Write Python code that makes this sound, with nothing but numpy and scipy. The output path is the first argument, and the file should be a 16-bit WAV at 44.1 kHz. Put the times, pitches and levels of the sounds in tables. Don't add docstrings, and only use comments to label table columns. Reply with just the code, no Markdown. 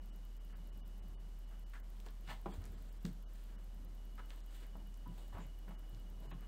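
import sys
import numpy as np
from scipy import signal
from scipy.fft import rfft, irfft, dct
from scipy.io import wavfile
from scipy.ndimage import uniform_filter1d

SR = 44100
rng = np.random.default_rng(int(sys.argv[2]) if len(sys.argv) > 2 else 0)


def unload_audio(sound):
    columns = np.transpose(np.atleast_2d(sound))
    steps = np.round(np.clip(columns, -1, 1) * 32767)
    wavfile.write(sys.argv[1], SR, steps.astype(np.int16))


def gain_from_db(level_db):
    decades = np.asarray(level_db, float) / 20
    return 10 ** decades


N = 285327

# frequency in Hz, level in dB per Hz.
AIR_COLOUR = [(41, -18), (70, 4.5), (124, -6), (190, 0.5), (228, -6), (344, -10.5), (483, -15.5),
              (554, -14), (977, -18.5), (2660, -27.5), (2980, -24), (3330, -27), (10400, -33), (12500, -32),
              (16000, -38.5)]
AIR_DB = -62
RUMBLE_WAVER_DB, RUMBLE_WAVER_PER_S = 2.2, 9

# time in seconds, level in dB.
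WHINE_LEVEL = [
    (0, -80),
    (1.6, -81.5),
    (2.1, -90),
    (2.25, -82),
    (2.305, -63),
    (2.36, -85),
    (3.0, -86.5),
    (3.85, -84.5),
    (4.2, -76.5),
    (6.47, -77.5),
]
WHINE_HZ, WHINE_FLUTTER_DB, WHINE_BEADS_PER_S = 2926, 7.0, 19
HUM_HZ, HUM_DB, HUM_PHASE = 39.56, -47.5, 4.1

# tick number, lateness in seconds, level change in dB.
ODD_TICKS = [
    (2, -.0126, 0),
    (4, -.0198, 0),
    (9, -.001, 0),
    (11, 0, -20),
    (12, .001, -9),
    (14, 0, -8),
    (24, 0, -20),
    (31, -.0079, 0),
    (34, 0, -9),
    (53, -.0194, 0),
]
TICK_START_S, TICK_PERIOD_S = .0596, .1024
TICK_DB, TICK_HZ, TICK_WIDTH_HZ = -50, 13300, 5500

# start in seconds, level in dB, pitch in Hz.
CLAW_CATCHES = [(2.002, -50, 6540), (2.0016, -49, 3200), (2.057, -53, 5000), (2.063, -47.5, 3800),
                (2.0867, -47.5, 3400), (2.1534, -57, 9000), (2.641, -46, 5100), (2.655, -42.5, 9000),
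                (2.662, -50, 5500), (3.0528, -38.5, 4520), (3.054, -42.5, 1500), (3.0655, -44, 7040),
                (4.2985, -51, 9000), (4.3052, -41.5, 2930), (4.405, -52.5, 5470), (4.9427, -48, 6900),
                (5.3810, -66, 2200), (5.9480, -49.5, 4440)]
# middle in seconds, length in seconds, level in dB, pitch in Hz, width in Hz.
CLAW_SQUEAK = (5.425, .05, -74, 7100, 900)

# pitch in Hz, T60 in seconds.
BOARDS = [(78, 0.3), (88, 0.16), (112, 0.26), (137, 0.17), (175, 0.15), (196, 0.19), (240, 0.11),
          (265, 0.063), (300, 0.052), (350, 0.097), (444, 0.12), (743, 0.034)]
# start in seconds, level in dB, pitch struck in Hz, reach in octaves.
FALLS = [(2.278, -48, 144.5, 0.13), (2.459, -36, 365, 0.23), (2.46, -40.5, 188, 0.28),
         (2.460, -68, 743, .1), (2.577, -24, 89, .05), (2.58, -64, 188, 0.13), (2.658, -44.5, 79.5, 0.11),
         (3.046, -29.5, 171, 0.069), (3.047, -41.5, 270, 0.14), (3.056, -41.5, 150.5, 0.19),
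         (3.064, -47, 245, 0.23), (3.085, -47.5, 140, .1), (3.1, -64, 220, 0.075), (4.752, -48, 195, 0.13),
         (4.752, -53, 288, 0.16), (4.81, -49.5, 205, .15), (4.857, -56, 134, .1),
         (5.068, -42, 116.4, 0.078), (5.066, -48.5, 265, 0.11), (5.085, -41, 176, 0.063),
         (5.335, -38.5, 87, 0.11), (5.385, -43, 175, 0.093), (5.439, -45.5, 140, .1),
         (5.46, -47, 82, 0.079), (5.689, -49.5, 184, 0.14), (5.928, -46, 118, 0.26),
         (6.267, -48.5, 135, .1), (6.321, -44, 129, 0.18), (6.322, -49, 175, 0.11)]
PINNED_DB = -24
# start in seconds, level in dB, pitch in Hz, T60 in seconds.
KNOCKS = [
    (4.181, -55, 1300, .06),
    (4.193, -56, 1450, .06),
    (5.059, -55, 985, .14),
    (6.314, -55, 1080, .07),
]

# pitch in Hz, width in Hz, level in dB.
FLESH = [
    (326, 336, 9),
    (576, 520, 1),
]
# pitch in Hz, width in Hz, level in dB.
FIBRES = [
    (3800, 3500, 0),
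    (7500, 6000, -3),
    (13000, 8000, -8),
]
# start in seconds, pad level in dB, pad pitch in Hz,
# flesh in dB above the pad, fibres in dB above the pad.
SLAPS = [(1.735, -54, 1440, -16, -8), (2.063, -63.5, 1070, 9, -2), (2.459, -41.5, 840, -23, -34),
         (3.05, -66, 2800, -14, 8), (4.179, -54.5, 1250, -19, -14), (4.193, -60.5, 1330, -1, -29),
         (4.307, -63.5, 1520, 0, -8), (4.754, -56.5, 720, -4.5, -25), (5.058, -83, 930, 4, -16),
         (5.333, -70, 1300, 7, -1), (5.351, -58.5, 1010, 7.5, -33), (5.403, -60.5, 1580, 9, -14),
         (5.68, -63, 1390, 5, -10), (5.708, -55.5, 850, -24, -17), (6.315, -55, 1120, -4.5, -35)]
SLAP_T60_S, SLAP_AT_DB, SLAP_LONGER_PER_DB = 0.083, -47, 0.11
# middle in seconds, length in seconds, pad level in dB, pad pitch in Hz.
RUBS = [(0.502, 0.018, -72, 1400), (0.542, 0.028, -67.5, 1380), (1.526, 0.052, -71, 1450),
        (2.076, 0.057, -71, 1280), (2.309, 0.04, -50.5, 1000), (2.303, .046, -53.5, 1690),
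        (2.305, 0.096, -66.5, 2690), (2.644, 0.04, -70.5, 1500), (3.553, 0.11, -76.5, 1420),
        (4.654, 0.045, -70, 1770), (4.804, 0.054, -74, 700), (5.338, 0.025, -59.5, 930),
        (5.386, .035, -54.5, 840), (1.768, 0.03, -63.5, 1500), (5.437, 0.045, -69.5, 2290),
        (5.72, 0.24, -80, 1504), (6.319, 0.018, -61.5, 2000), (6.426, 0.056, -68.5, 1390)]
RUB_FLESH_DB, RUB_FIBRES_DB = -72, -19
# middle in seconds, length in seconds, level in dB, flesh in dB above it.
SWEEPS = [(1.983, 0.13, -83, 7), (2.536, 0.057, -70, 9), (2.305, 0.11, -78, -18), (2.664, 0.037, -83, -8),
          (2.794, 0.56, -81.5, 6.5), (3.082, 0.018, -74, -15), (3.41, 0.2, -79.5, -10),
          (4.323, 0.2, -78.5, 7), (4.526, 0.1, -75, 0.5), (4.6, 0.094, -75, 2), (5.214, 0.22, -79.5, 9.5),
          (5.943, 0.14, -85.5, 15.5), (6.25, 0.13, -83.5, 17.5)]
SWEEP_HZ, SWEEP_FIBRES_DB = 1500, 3.5
PAD_WIDTH_SHARE = 0.77

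ROOM_T60_S, ROOM_DB = 0.27, -7

NOTCH_HZ, NOTCH_WIDTH_HZ, NOTCH_SHARE = 10550, 660, 0.43
TOP_HZ = 15850
# middle in seconds, emptied above in Hz.
TREBLE_GAPS = [(.004, 3200), (.115, 3200), (.392, 3200), (.544, 3200), (.713, 2200), (.820, 1250),
               (.841, 3800), (1.013, 3200), (1.163, 1300), (1.184, 3200), (1.651, 1800), (1.822, 2200),
               (3.252, 1600), (3.572, 2200), (5.768, 2500), (6.326, 4000)]
# middle in seconds, thinned above in Hz.
TREBLE_THINS = [
    (1.462, 3200),
    (2.526, 3000),
    (2.762, 4500),
    (2.908, 3500),
    (2.996, 3500),
    (3.273, 1800),
    (3.871, 3500),
    (4.425, 3000),
    (6.281, 2600),
]
GAP_KEEP, THIN_KEEP = .022, .075


def unit(x):
    return x / np.sqrt(np.mean(x ** 2))


def band(x, hz, width):
    return signal.lfilter(*signal.iirpeak(hz, hz / max(width, 1), SR), x)


def body(x, modes):
    return unit(sum(gain_from_db(db) * band(band(x, hz, width), hz, width) for hz, width, db in modes))


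def walk(rate):
    hold = int(SR / rate)
    steps = np.repeat(rng.standard_normal(N // hold + 1), hold)
    return 1.3 * uniform_filter1d(uniform_filter1d(steps, hold), hold)[:N]


def fade(t, t60):
    return (t >= 0) * np.exp(-np.log(1000) * np.clip(t, 0, 1) / max(t60, .005))


def swell(t, length):
    return np.exp(-.5 * (t / (0.37 * length)) ** 2)


def uneven_grains(shape):
    return rng.standard_normal(shape) * gain_from_db(2.5 * rng.exponential(size=shape))


def add(out, s, sound):
    at = int(s * SR)
    out[at:at + len(sound)] += sound[:N - at]


def air():
    hz = np.fft.rfftfreq(N, 1 / SR)
    f, db = np.transpose(AIR_COLOUR)
    colour = gain_from_db(np.interp(np.log(hz + 1), np.log(f), db, left=-90))
    low = 1 / (1 + (hz / 400) ** 2)
    noise = rfft(rng.standard_normal(N)) * colour
    rumble = irfft(noise * low, N) * gain_from_db(RUMBLE_WAVER_DB * walk(RUMBLE_WAVER_PER_S))
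    hiss = irfft(noise * (1 - low), N)
    return gain_from_db(AIR_DB) * unit(rumble + hiss)


def pump(t):
    hum_level = gain_from_db(HUM_DB + 0.19 * walk(1.7))
    hum = hum_level * np.sqrt(2) * np.sin(2 * np.pi * HUM_HZ * t + HUM_PHASE)
    beads = np.sin(2 * np.pi * WHINE_BEADS_PER_S * t + 2.5 * walk(9)) + .6 * walk(50) + .3
    tone = np.sin(2 * np.pi * WHINE_HZ * t + .4 * walk(30))
    whine = unit(tone * gain_from_db(WHINE_FLUTTER_DB * np.tanh(2 * beads)))
    return hum + whine * gain_from_db(np.interp(t, *np.transpose(WHINE_LEVEL)))


def drive_ticks():
    count = int((N / SR - TICK_START_S) / TICK_PERIOD_S) + 1
    when = TICK_START_S + TICK_PERIOD_S * np.arange(count)
    db = TICK_DB + 0.83 * rng.standard_normal(count)
    for k, late, change in ODD_TICKS:
        when[k] += late
        db[k] += change
    at = (when * SR).astype(int)
    spikes = np.zeros(N)
    spikes[at] = gain_from_db(db)
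    spikes[at + int(.0009 * SR)] = gain_from_db(db - 6)
    tick = band(band(spikes, TICK_HZ, TICK_WIDTH_HZ), TICK_HZ, TICK_WIDTH_HZ)
    return 3.5 * (tick + .15 * band(spikes, 8200, 2800))


def claw_clicks():
    spike = np.eye(1, 400)[0]
    out = np.zeros(N)
    for s, db, hz in CLAW_CATCHES:
        click = band(band(spike, hz, .9 * hz), hz, .9 * hz)
        add(out, s, gain_from_db(db) * click / np.abs(click).max())
    return out


def claw_squeak(t):
    s, length, db, hz, width = CLAW_SQUEAK
    return swell(t - s, length) * gain_from_db(db) * body(uneven_grains(N), [(hz, width, 0)])


def thumps(t):
    rings = list(KNOCKS)
    for s, db, near_hz, reach in FALLS:
        for hz, t60 in BOARDS:
            far_db = 6 * (np.log2(hz / near_hz) / reach) ** 2
            if far_db < 30:
                rings.append((s, db - far_db, hz, t60 / (1 + gain_from_db(db - PINNED_DB))))
    since = t[:SR // 2]
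    shake = rng.standard_normal(N + SR)
    out = np.zeros(N)
    for s, db, hz, t60 in rings:
        soft = 1 - fade(since, 800 / hz ** 2 + .004)
        at = int(s * SR)
        loose = .3 * body(shake[at:at + SR // 2], [(1.2 * hz, .7 * hz, 0)])
        ring = np.sin(2 * np.pi * hz * since) + loose
        add(out, s, gain_from_db(db) * soft * fade(since, t60) * ring)
    return out


def paws(t):
    flesh_grains, fibre_grains, pad_grains = uneven_grains((3, N + SR))
    flesh, fibres = body(flesh_grains, FLESH), body(fibre_grains, FIBRES)
    jerks = np.resize(gain_from_db(2.5 * walk(120)), N + SR)
    near = t[:SR] - .5
    presses = []
    for s, db, hz, flesh_db, fibres_db in SLAPS:
        t60 = SLAP_T60_S * gain_from_db(SLAP_LONGER_PER_DB * (db - SLAP_AT_DB))
        presses.append((s, fade(near, t60), db, hz, flesh_db, fibres_db))
    for s, length, db, hz in RUBS:
        presses.append((s, swell(near, length), db, hz, RUB_FLESH_DB - db, RUB_FIBRES_DB))
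    for s, length, db, flesh_db in SWEEPS:
        presses.append((s, swell(near, length), db, SWEEP_HZ, flesh_db, SWEEP_FIBRES_DB))
    out = np.zeros(N)
    for s, press, db, hz, flesh_db, fibres_db in presses:
        start = int((s - .5) * SR)
        at = slice(start, start + SR)
        pad = jerks[at] * body(pad_grains[at], [(hz, PAD_WIDTH_SHARE * hz, 0)])
        pad *= np.linalg.norm(press) / np.linalg.norm(press * pad)
        soft_parts = jerks[at] * (gain_from_db(flesh_db) * flesh[at] + gain_from_db(fibres_db) * fibres[at])
        add(out, s - .5, press * gain_from_db(db) * (pad + soft_parts))
    return out


def room(dry):
    since = np.arange(SR // 2) / SR
    tail = rng.standard_normal(SR // 2) * fade(since - .004, ROOM_T60_S)
    return gain_from_db(ROOM_DB) * signal.fftconvolve(dry, tail / np.linalg.norm(tail))[:N]


def scene():
    t = np.arange(N) / SR
    background = air() + pump(t) + drive_ticks()
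    cats = claw_clicks() + claw_squeak(t) + thumps(t) + paws(t)
    return (background + cats + room(cats))[None]


def thin_treble(x, size=1880):
    y = np.pad(x, size)
    full = y.copy()
    window = np.sin(np.pi * (np.arange(size) + .5) / size)
    hz = np.arange(size) * SR / 2 / size
    moments = [(*row, GAP_KEEP) for row in TREBLE_GAPS] + [(*row, THIN_KEEP) for row in TREBLE_THINS]
    for s, cut_hz, share in moments:
        start = int(s * SR) + size // 2
        at = slice(start, start + size)
        lines = dct(full[at] * window)
        level = np.abs(lines)
        stand = uniform_filter1d(level, size=3) / (uniform_filter1d(level, size=400) + 1e-12)
        stand = stand / (hz + 1000) ** .45
        high = (hz > cut_hz) & (hz < TOP_HZ + 200)
        lost = high & (stand < np.quantile(stand[high], 1 - share))
        kept = high & ~lost
        change = lines * (lost - .5 * kept)
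        y[at] -= window * dct(change, type=3) / (2 * size)
    return y[size:-size]


def low_pass(x):
    return signal.sosfilt(signal.butter(12, 16430, fs=SR, output="sos"), x)


def record(dry):
    x = dry[0] - NOTCH_SHARE * band(dry[0], NOTCH_HZ, NOTCH_WIDTH_HZ)
    over_hz = np.fft.rfftfreq(N, 1 / SR) - TOP_HZ
    x = irfft(rfft(x) * gain_from_db(np.interp(over_hz, [-150, 250], [0, -24])), N)
    return low_pass(thin_treble(x)[None])


dry = scene()
out = record(dry)
unload_audio(out)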